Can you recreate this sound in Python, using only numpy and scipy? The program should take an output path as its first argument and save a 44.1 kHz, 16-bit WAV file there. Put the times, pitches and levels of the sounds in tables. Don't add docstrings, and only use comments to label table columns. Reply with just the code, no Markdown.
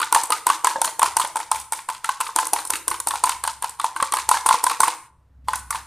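import sys
import numpy as np
from scipy import signal
from scipy.fft import rfft, irfft, next_fast_len
from scipy.io import wavfile
from scipy.ndimage import uniform_filter1d, map_coordinates

SR = 44100
rng = np.random.default_rng(int(sys.argv[2]) if len(sys.argv) > 2 else 0)


def transcribe(signal):
    frames = np.atleast_2d(signal).T
    limited = np.clip(frames, -1, 1)
    pcm = np.round(limited * 32767).astype(np.int16)
    wavfile.write(sys.argv[1], SR, pcm)


N = 258425
BLOW = np.arange(SR // 16) / SR


def amp(db):
    return 10 ** (np.asarray(db) / 20)


def unit(x):
    return x / np.sqrt(np.mean(x ** 2) + 1e-20)


def along(points, hz):
    f, v = np.transpose(points)
    return np.interp(np.log(hz + 1), np.log(f + 1), v)


def wobble(rate):
    knots = rng.standard_normal(int(N * rate / SR) + 4)
    return map_coordinates(knots, [np.arange(N) * rate / SR])


def filtered(x, response):
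    m = next_fast_len(N + SR // 2)
    return irfft(rfft(x, m) * response(np.fft.rfftfreq(m, 1 / SR)), m)[..., :N]


def coloured(x, spectrum, patchy_db=0):
    n = x.shape[-1]
    half = next_fast_len(n)
    db = along(spectrum, np.fft.rfftfreq(2 * half, 1 / SR))
    if patchy_db:
        knots = np.clip(rng.standard_normal((len(x), 36)), -2, 2)
        db = db + patchy_db * signal.resample(knots, half + 1, axis=1)
    cepstrum = irfft(np.log(amp(db)))
    cepstrum[..., 1:half] *= 2
    cepstrum[..., half + 1:] = 0
    return irfft(rfft(x, 2 * half) * np.exp(rfft(cepstrum)))[..., :n]


def placed(shapes, s, db):
    size = np.sqrt(np.sum(shapes ** 2, axis=1) / (SR // 100) + 1e-20)
    levelled = shapes * (amp(db) / size)[:, None]
    where = np.round(np.maximum(s, 0)[:, None] * SR).astype(int) + np.arange(len(BLOW))
    return np.bincount(where.ravel(), levelled.ravel(), N)[:N]


def impulses(s, strength):
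    return np.bincount(np.round(np.abs(s) * SR).astype(int), strength, N)[:N]


# [t/s, level/dB]
HUM_LEVEL = [(0, -62), (.9, -81), (1.08, -49), (1.39, -68), (1.58, -45.5), (1.76, -66), (2.3, -70),
             (2.97, -53.5), (3.57, -48.5), (3.9, -66.5), (4.3, -47), (5.0, -76), (5.17, -55), (5.5, -38.5),
             (5.86, -46)]
# [f/Hz, level/dB]
HUM_LINES = [(66.2, 9), (100, -10), (151, -10)]
# [f/Hz, level/dB per Hz]
HUM_NOISE = [(20, -18), (45, -0.5), (66, 1), (105, 5), (160, -12.5), (260, -9), (600, -52)]
# [f/Hz, level/dB per Hz]
RUMBLE = [(15, -5), (35, -19), (70, -7), (140, -5), (250, -17.5), (500, -20), (1000, -20.5), (3000, -25),
          (12000, -33.5)]


def background():
    t = np.arange(N) / SR
    turns = np.cumsum(1 + .03 * wobble(16)) / SR
    lines = unit(sum(amp(db + 1.8 * wobble(10)) * np.sin(2 * np.pi * hz * turns) for hz, db in HUM_LINES))
    hum = lines + amp(-6.0) * unit(coloured(rng.standard_normal(N), HUM_NOISE))
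    rumble = unit(coloured(rng.standard_normal(N), RUMBLE))
    trim_db, rumble_db = -6.0, -63
    return amp(np.interp(t, *np.transpose(HUM_LEVEL)) + trim_db) * hum + amp(rumble_db) * rumble


# [f/Hz, t60/s]
KITCHEN_DECAY = [(200, 0.17), (320, 0.55), (550, 0.2), (1000, 0.49), (3500, 0.44), (9500, 0.52),
                 (15000, 0.4)]
# [f/Hz, level/dB]
WALL_ECHO = [(150, -17), (270, -8), (322, 2), (375, -14), (450, 1), (600, -1.5), (1000, -9), (2200, -5),
             (5000, -10.5), (9500, -9.5), (14000, -7)]


def kitchen(x, db, build_s):
    wet, step = np.zeros(N + SR), SR // 8
    for start in range(0, N, step):
        hz, t, z = signal.stft(rng.standard_normal(SR // 2), SR, nperseg=256)
        decay = amp(-60 * t / along(KITCHEN_DECAY, hz)[:, None])
        tail = signal.istft(z * decay, SR, nperseg=256)[1]
        tail *= 1 - np.exp(-(np.arange(len(tail)) / SR / build_s) ** 2)
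        answer = signal.fftconvolve(x[start:start + step], tail / np.linalg.norm(tail))
        wet[start:start + len(answer)] += answer
    return amp(db) * coloured(wet[:N], WALL_ECHO)


# [f/Hz, level/dB]
SIDE_LEVEL = [(3000, -75), (3700, -40), (4400, -12), (6000, -9), (9000, -11), (13000, -9)]


def treble_side(near):
    return coloured(kitchen(near, db=4, build_s=.003), SIDE_LEVEL)


# [t/s, thud level/dB]
PLUNGE_DRIVE = [(0, -30.5), (1.15, -36), (1.75, -53), (2.2, -48), (2.36, -31.5), (3.22, -39), (3.44, -54.5),
                (4.3, -38), (4.8, -31.5), (5.86, -59)]


def plunge_db(s):
    return np.interp(s, *np.transpose(PLUNGE_DRIVE))


def low_swell(hz, t60, db):
    s = np.transpose(STROKES)[0]
    pushes = impulses(s, amp(plunge_db(s)))
    t = np.arange(SR // 4) / SR
    swell = np.sin(2 * np.pi * hz * t) * amp(-60 * t / t60) * (1 - np.exp(-t / .012))
    return amp(db) * signal.fftconvolve(pushes, swell)[:N]


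def bubbles(per_s, hz, spread, cycles):
    count, t = int(per_s * N / SR), BLOW[:int(SR * cycles / hz)]
    pitch, size = np.clip(rng.standard_normal((count, 2)), -1.6, 1.6).T[:, :, None]
    turns = hz * np.exp(spread * pitch) * t
    fade = amp(8.4 * size - 40 * turns / cycles)
    blips = np.sin(2 * np.pi * turns) * fade * (1 - np.exp(-turns))
    where = rng.integers(0, N, (count, 1)) + np.arange(len(t))
    return unit(np.bincount(where.ravel(), blips.ravel(), N)[:N])


def slosh(settle_s, db):
    s = np.transpose(STROKES)[0]
    age = np.maximum(np.arange(N) / SR - s[:, None], 0) / settle_s
    swing = amp(plunge_db(s)) @ (age * np.exp(1 - age))
    return amp(db) * swing * bubbles(per_s=340, hz=473, spread=.3, cycles=17)


def mode(hz, t60, rise_s, scatter):
    variation = np.array([scatter, .2])[:, None, None]
    tune, life = np.exp(rng.standard_normal((2, len(hz), 1)) * variation)
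    swing = np.sin(2 * np.pi * np.reshape(hz, (-1, 1)) * tune * BLOW)
    return swing * amp(-60 * BLOW / (t60 * life)) * (1 - np.exp(-BLOW / rise_s))


# [t/s, f/Hz, level/dB]
GLUGS = [(.757, 620, -31), (.782, 633, -33.5), (.873, 630, -35.5), (1.04, 690, -34), (1.075, 350, -40),
         (1.24, 600, -37.5), (2.734, 330, -36.5), (2.912, 330, -36), (4.023, 500, -29), (4.54, 567, -32),
         (4.712, 480, -41), (4.876, 508, -32.5)]


def glugs():
    s, hz, db = np.transpose(GLUGS)
    note = mode(hz, t60=.04, rise_s=0.0036, scatter=0.053)
    note += amp(1.5) * mode(0.47 * hz, t60=0.01, rise_s=.002, scatter=0.11)
    return placed(note, s, db)


# [f/Hz, level/dB per Hz]
EGG = [(200, -30.5), (330, -30), (600, -12), (950, 28.5), (1400, -5.5), (2400, -6.5), (4000, -1.5),
       (5500, -5.5), (9200, -4), (12000, -24), (15000, -23)]


def egg(touches, settle_s, drops_per_s, spread_db, patter_db, bubble_db):
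    s, _, _, ring_db, clack_db, _ = touches.T
    pushes = impulses(s, amp(ring_db) + amp(clack_db))
    age = np.arange(SR // 4) / SR / settle_s
    motion = np.abs(signal.fftconvolve(pushes, age * np.exp(1 - age))[:N]) ** 0.98
    drop_sizes = rng.standard_normal(N) * amp(spread_db * rng.standard_normal(N))
    drops = (rng.random(N) < drops_per_s / SR) * drop_sizes
    splat = rng.standard_normal(len(BLOW)) * amp(-60 * BLOW / 0.00064)
    patter = unit(coloured(signal.fftconvolve(drops, splat)[:N], EGG))
    froth = bubbles(per_s=600, hz=1682, spread=0.478, cycles=41)
    return motion * (amp(patter_db) * patter + amp(bubble_db) * froth)


def swish(lead_s, width_s, db):
    s, _, ring_db, _ = np.transpose(STROKES)
    cut = rng.standard_normal((len(s), len(BLOW))) * np.exp(-(BLOW / width_s - 2) ** 2)
    return placed(coloured(cut, EGG), s - lead_s - 2 * width_s, db + .5 * (ring_db - ring_db.mean()))


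# [f/Hz, level/dB per Hz]
FROTH = [(900, -13), (1500, -1.5), (2200, -1.5), (4000, -5), (6000, -4), (9000, -2.5), (14000, -13)]


def sweep(peak_s, width_s, grain_db, follows, db):
    s, _, ring_db, tine_db = np.transpose(STROKES)
    force_db = .5 * (ring_db + tine_db)
    age = np.arange(N) / SR - s[:, None]
    swell = (age > 0) * np.exp(-((age - peak_s) / width_s) ** 2)
    drag = amp(follows * (force_db - force_db.mean())) @ swell
    hiss = coloured(rng.standard_normal(N) * amp(grain_db * wobble(450)), FROTH)
    return amp(db) * drag * unit(hiss)


JUG_HZ = 1030
RIM_DB_PER_OCTAVE = 14
STROKE_CLACK_DB, KNOCK_CLACK_DB, CLACK_GROWS = -18, -11, 0.64
WALL_THUD_DB, WALL_THUD_GROWS = -13.5, .25


def clack_growth_db(hz, blow_db):
    return CLACK_GROWS * blow_db + RIM_DB_PER_OCTAVE * np.log2(hz / JUG_HZ)


# [t/s, jug f/Hz, ring level/dB, tine click level/dB]
STROKES = [(0.1255, 987, -13.5, -16.5), (.304, 970, -19, -21), (0.4675, 967, -13, -16),
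           (0.6453, 990, -13.5, -17.5), (0.8164, 870, -17, -16), (.9943, 960, -20, -20),
           (1.1678, 966, -14.5, -15.5), (1.357, 940, -19.5, -28.5), (1.5153, 967, -14.5, -17.5),
           (1.7227, 924, -22.5, -20.5), (1.8881, 982, -21.5, -31), (2.044, 1314, -24, -27.5),
           (2.204, 1070, -21, -24), (2.3613, 940, -19.5, -16), (2.5332, 857, -16.5, -15),
           (2.7033, 980, -24.5, -17.5), (2.8803, 1085, -26.5, -16.5), (3.0715, 870, -21, -17),
           (3.238, 974, -11.5, -16.5), (3.438, 1096, -25, -23.5), (3.6238, 982, -27.5, -25.5),
           (3.7977, 1135, -21.5, -29.5), (3.9626, 1060, -23.5, -32.5), (4.1224, 1103, -22, -22),
           (4.29, 946, -15, -14.5), (4.461, 947, -13, -16), (4.6396, 963, -15.5, -16),
           (4.8037, 968, -13, -13), (5.4844, 978, -17, -31), (5.7061, 1210, -23.5, -23)]


def floor_strokes():
    s, hz, ring_db, tine_db = np.transpose(STROKES)
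    return [s, hz, plunge_db(s), ring_db, STROKE_CLACK_DB + clack_growth_db(hz, ring_db), tine_db]


RATTLE_FROM_S, RATTLE_TO_S = 0.0087, .07
RATTLE_RING_DB, RATTLE_CLICK_DB, RATTLE_SCATTER_DB = -12, -19, 2.5
RATTLE_FOLLOWS = 0.71


def rattles(count):
    s, _, ring_db, tine_db = np.repeat(STROKES, count, axis=0).T
    phase = rng.random(len(s))
    pitch, size, edge = rng.standard_normal((len(s), 3)).T
    stroke_db = .5 * (ring_db + tine_db)
    followed_db = stroke_db.mean() + RATTLE_FOLLOWS * (stroke_db - stroke_db.mean())
    force_db = followed_db + RATTLE_SCATTER_DB * size
    when = s + RATTLE_FROM_S + (RATTLE_TO_S - RATTLE_FROM_S) * phase
    click_db = force_db + RATTLE_CLICK_DB + RATTLE_SCATTER_DB * edge
    return [when, JUG_HZ * np.exp(.09 * pitch), force_db + RATTLE_RING_DB, click_db]


# [t/s, jug f/Hz, ring level/dB, tine click level/dB]
KNOCKS = [(.001, 1034, -22.5, -28), (0.016, 1240, -23, -29), (.027, 1406, -19.5, -30.5),
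          (.147, 1100, -14.5, -15), (0.1606, 908, -11, -32), (0.3212, 1263, -14, -21),
          (0.489, 970, -20, -31), (0.5002, 1110, -11, -25), (.67, 1044, -12.5, -21),
          (.709, 1040, -27, -37.5), (0.7577, 943, -20.5, -46), (.845, 1010, -22, -19.5),
          (1.0177, 1110, -14, -27.5), (1.0293, 1010, -11, -18), (1.059, 1070, -22, -31.5),
          (1.1975, 997, -16, -22.5), (1.2477, 958, -23.5, -29.5), (1.367, 917, -23, -26.5),
          (1.4012, 925, -25.5, -35), (1.546, 980, -26, -35), (1.733, 990, -37, -31),
          (1.899, 930, -27, -32.5), (2.0905, 1040, -15, -29.5), (2.2097, 1035, -23.5, -27),
          (2.2905, 1070, -28, -59), (2.3863, 1028, -14, -21.5), (2.4284, 980, -24, -39),
          (2.5609, 976, -22, -32), (2.735, 1180, -29, -23.5), (2.9129, 1075, -21.5, -29),
          (3.1074, 1090, -24, -29.5), (3.1373, 996, -22, -63), (3.155, 940, -23.5, -31.5),
          (3.272, 980, -20.5, -41), (3.2932, 973, -21.5, -22), (3.318, 1130, -32, -34.5),
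          (3.45, 940, -23.5, -32), (3.476, 978, -19.5, -24), (3.6424, 1000, -20.5, -30.5),
          (3.843, 980, -14, -27.5), (4.0004, 1140, -19.5, -36.5), (4.0254, 1064, -14.5, -22),
          (4.1374, 957, -16.5, -22), (4.169, 1063, -21.5, -29.5), (4.1853, 1070, -21.5, -29.5),
          (4.3131, 996, -10, -20), (4.3421, 1003, -17, -29.5), (4.3684, 1046, -21.5, -34.5),
          (4.4887, 1094, -12, -18), (4.509, 1010, -9.5, -29), (4.527, 1070, -29, -27),
          (4.5422, 1040, -14.5, -29), (4.6658, 1030, -13.5, -23), (4.697, 1130, -29, -27),
          (4.7137, 1140, -20.5, -30), (4.8325, 1047, -10.5, -20.5), (4.88, 997, -16, -26),
          (5.533, 1023, -20, -30.5), (5.7255, 1104, -29.5, -38), (5.7468, 1027, -24.5, -38)]


def wall_knocks():
    s, hz, ring_db, tine_db = np.hstack([np.transpose(KNOCKS), rattles(count=1)])
    thud_db = plunge_db(s) + WALL_THUD_DB + WALL_THUD_GROWS * (ring_db - ring_db.mean())
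    return [s, hz, thud_db, ring_db, KNOCK_CLACK_DB + clack_growth_db(hz, tine_db), tine_db]


GRAZE_RING_DB, GRAZE_CLACK_DB = -7, -21
# [t/s, tine click level/dB]
GRAZES = [(.235, -22), (1.6, -32), (2.4539, -29), (2.4688, -23.5), (2.651, -26), (3.001, -23), (3.695, -32),
          (5.557, -26)]


def tip_grazes():
    s, tine_db = np.transpose(GRAZES)
    thud_db = plunge_db(s) + WALL_THUD_DB
    return [s, np.full(len(s), JUG_HZ), thud_db, tine_db + GRAZE_RING_DB, tine_db + GRAZE_CLACK_DB, tine_db]


def contacts():
    return np.hstack([floor_strokes(), wall_knocks(), tip_grazes()]).T


def chatter(count, t60, again_s, again_db, skid_db, skid_t60):
    size = (count, len(BLOW))
    late = BLOW - again_s * rng.uniform(0.82, 2.4, (count, 1))
    again_level_db = again_db + 1.7 * rng.standard_normal((count, 1))
    second = (late > 0) * amp(again_level_db - 60 * abs(late) / t60)
    slips = (rng.random(size) < 160 / SR) * rng.exponential(1, size)
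    skid = signal.lfilter([1], [1, -np.exp(-1 / (0.0054 * SR))], slips)
    skid = skid * amp(skid_db - 60 * BLOW / skid_t60)
    return (amp(-60 * BLOW / t60) + second + skid) * rng.standard_normal(size)


# [f/Hz, level/dB per Hz]
THUD = [(120, -58.5), (220, -18.5), (320, 5.5), (375, -6), (450, 3.5), (600, -4), (800, -7.5), (1500, -25)]
CLACK = [(700, -29.5), (1300, 6.5), (1700, -1), (2200, -0.5), (2700, -2), (3700, -2.5), (4600, -4),
         (5800, -25), (8000, -36)]
TINES = [(3000, -20.5), (5800, -10.5), (7000, -7), (8400, 0), (9400, 1.5), (10500, -6), (12000, -13),
         (14300, -15), (16000, -51)]
# [f/Hz, level/dB, t60/s]
JUG_MODES = [(898.8, -19, 0.083), (1015.7, -26.5, 0.09)]


def fork(touches):
    s, hz, thud_db, ring_db, clack_db, tine_db = touches.T
    count = len(s)
    glance_db = .5 * np.clip(clack_db - tine_db, -12, 8)[:, None]
    ring = mode(hz, t60=.017, rise_s=.004, scatter=.02)
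    ring += amp(-15.5) * mode(1.4 * hz, t60=0.021, rise_s=0.0027, scatter=.1)
    for lasting_hz, db, t60 in JUG_MODES:
        ring += amp(db) * mode(np.full(count, lasting_hz), t60, rise_s=0.0095, scatter=.012)
    plunge = chatter(count, t60=0.016, again_s=0.0024, again_db=0.5, skid_db=-11.5, skid_t60=0.043)
    nudge = mode(np.full(count, 900), t60=.014, rise_s=.001, scatter=.1)
    clack = chatter(count, t60=0.02, again_s=0.0014, again_db=9.0, skid_db=glance_db - 10.0, skid_t60=0.18)
    tines = chatter(count, t60=.0075, again_s=.0012, again_db=-4, skid_db=glance_db - 12, skid_t60=.15)
    clack = coloured(clack, CLACK, patchy_db=2.6)
    tines = coloured(tines, TINES, patchy_db=1.5)
    soft = placed(coloured(plunge, THUD), s - .0056, thud_db + 0.5) + placed(nudge, s - .006, thud_db - 8.5)
    return soft + placed(ring, s, ring_db) + placed(clack, s, clack_db) + placed(tines, s, tine_db)


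# [f/Hz, level/dB]
RADIATION = [(60, -3), (150, -6), (280, -3.5), (600, 0)]


def scene():
    touches = contacts()
    splash = egg(touches, settle_s=0.021, drops_per_s=900, spread_db=1.0, patter_db=-25.5, bubble_db=-30.0)
    foam = sweep(peak_s=0.061, width_s=0.04, grain_db=2.5, follows=0.92, db=-42)
    cuts = swish(lead_s=.004, width_s=.005, db=-41.5)
    liquid = splash + foam + cuts + slosh(settle_s=.04, db=-16.5) + glugs()
    near = coloured(fork(touches) + liquid, RADIATION)
    mid = near + kitchen(near, db=-3.5, build_s=0.004) + low_swell(hz=66, t60=.2, db=-15)
    side = treble_side(near)
    return np.array([mid + side, mid - side]) + background()


def suppressed(x, threshold_db, depth_db, hold_s):
    upper = filtered(x, lambda hz: hz ** 4 / (hz ** 4 + 1500 ** 4))
    power = np.abs(uniform_filter1d(upper[0] ** 2, int(hold_s * SR)))
    level_db = 10 * np.log10(power + 1e-12)
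    gain_db = np.clip(2 * (level_db - threshold_db), -depth_db, 0)
    return x + upper * (amp(gain_db) - 1)


TOP_HZ = 14650


def record(dry):
    x = suppressed(dry, threshold_db=-53, depth_db=12, hold_s=.08)
    rounded = x / (1 + np.abs(x / 1.05) ** 6) ** (1 / 6)
    return filtered(rounded, lambda hz: 1 / np.sqrt(1 + (hz / TOP_HZ) ** 120))


dry = scene()
out = record(dry)
transcribe(out)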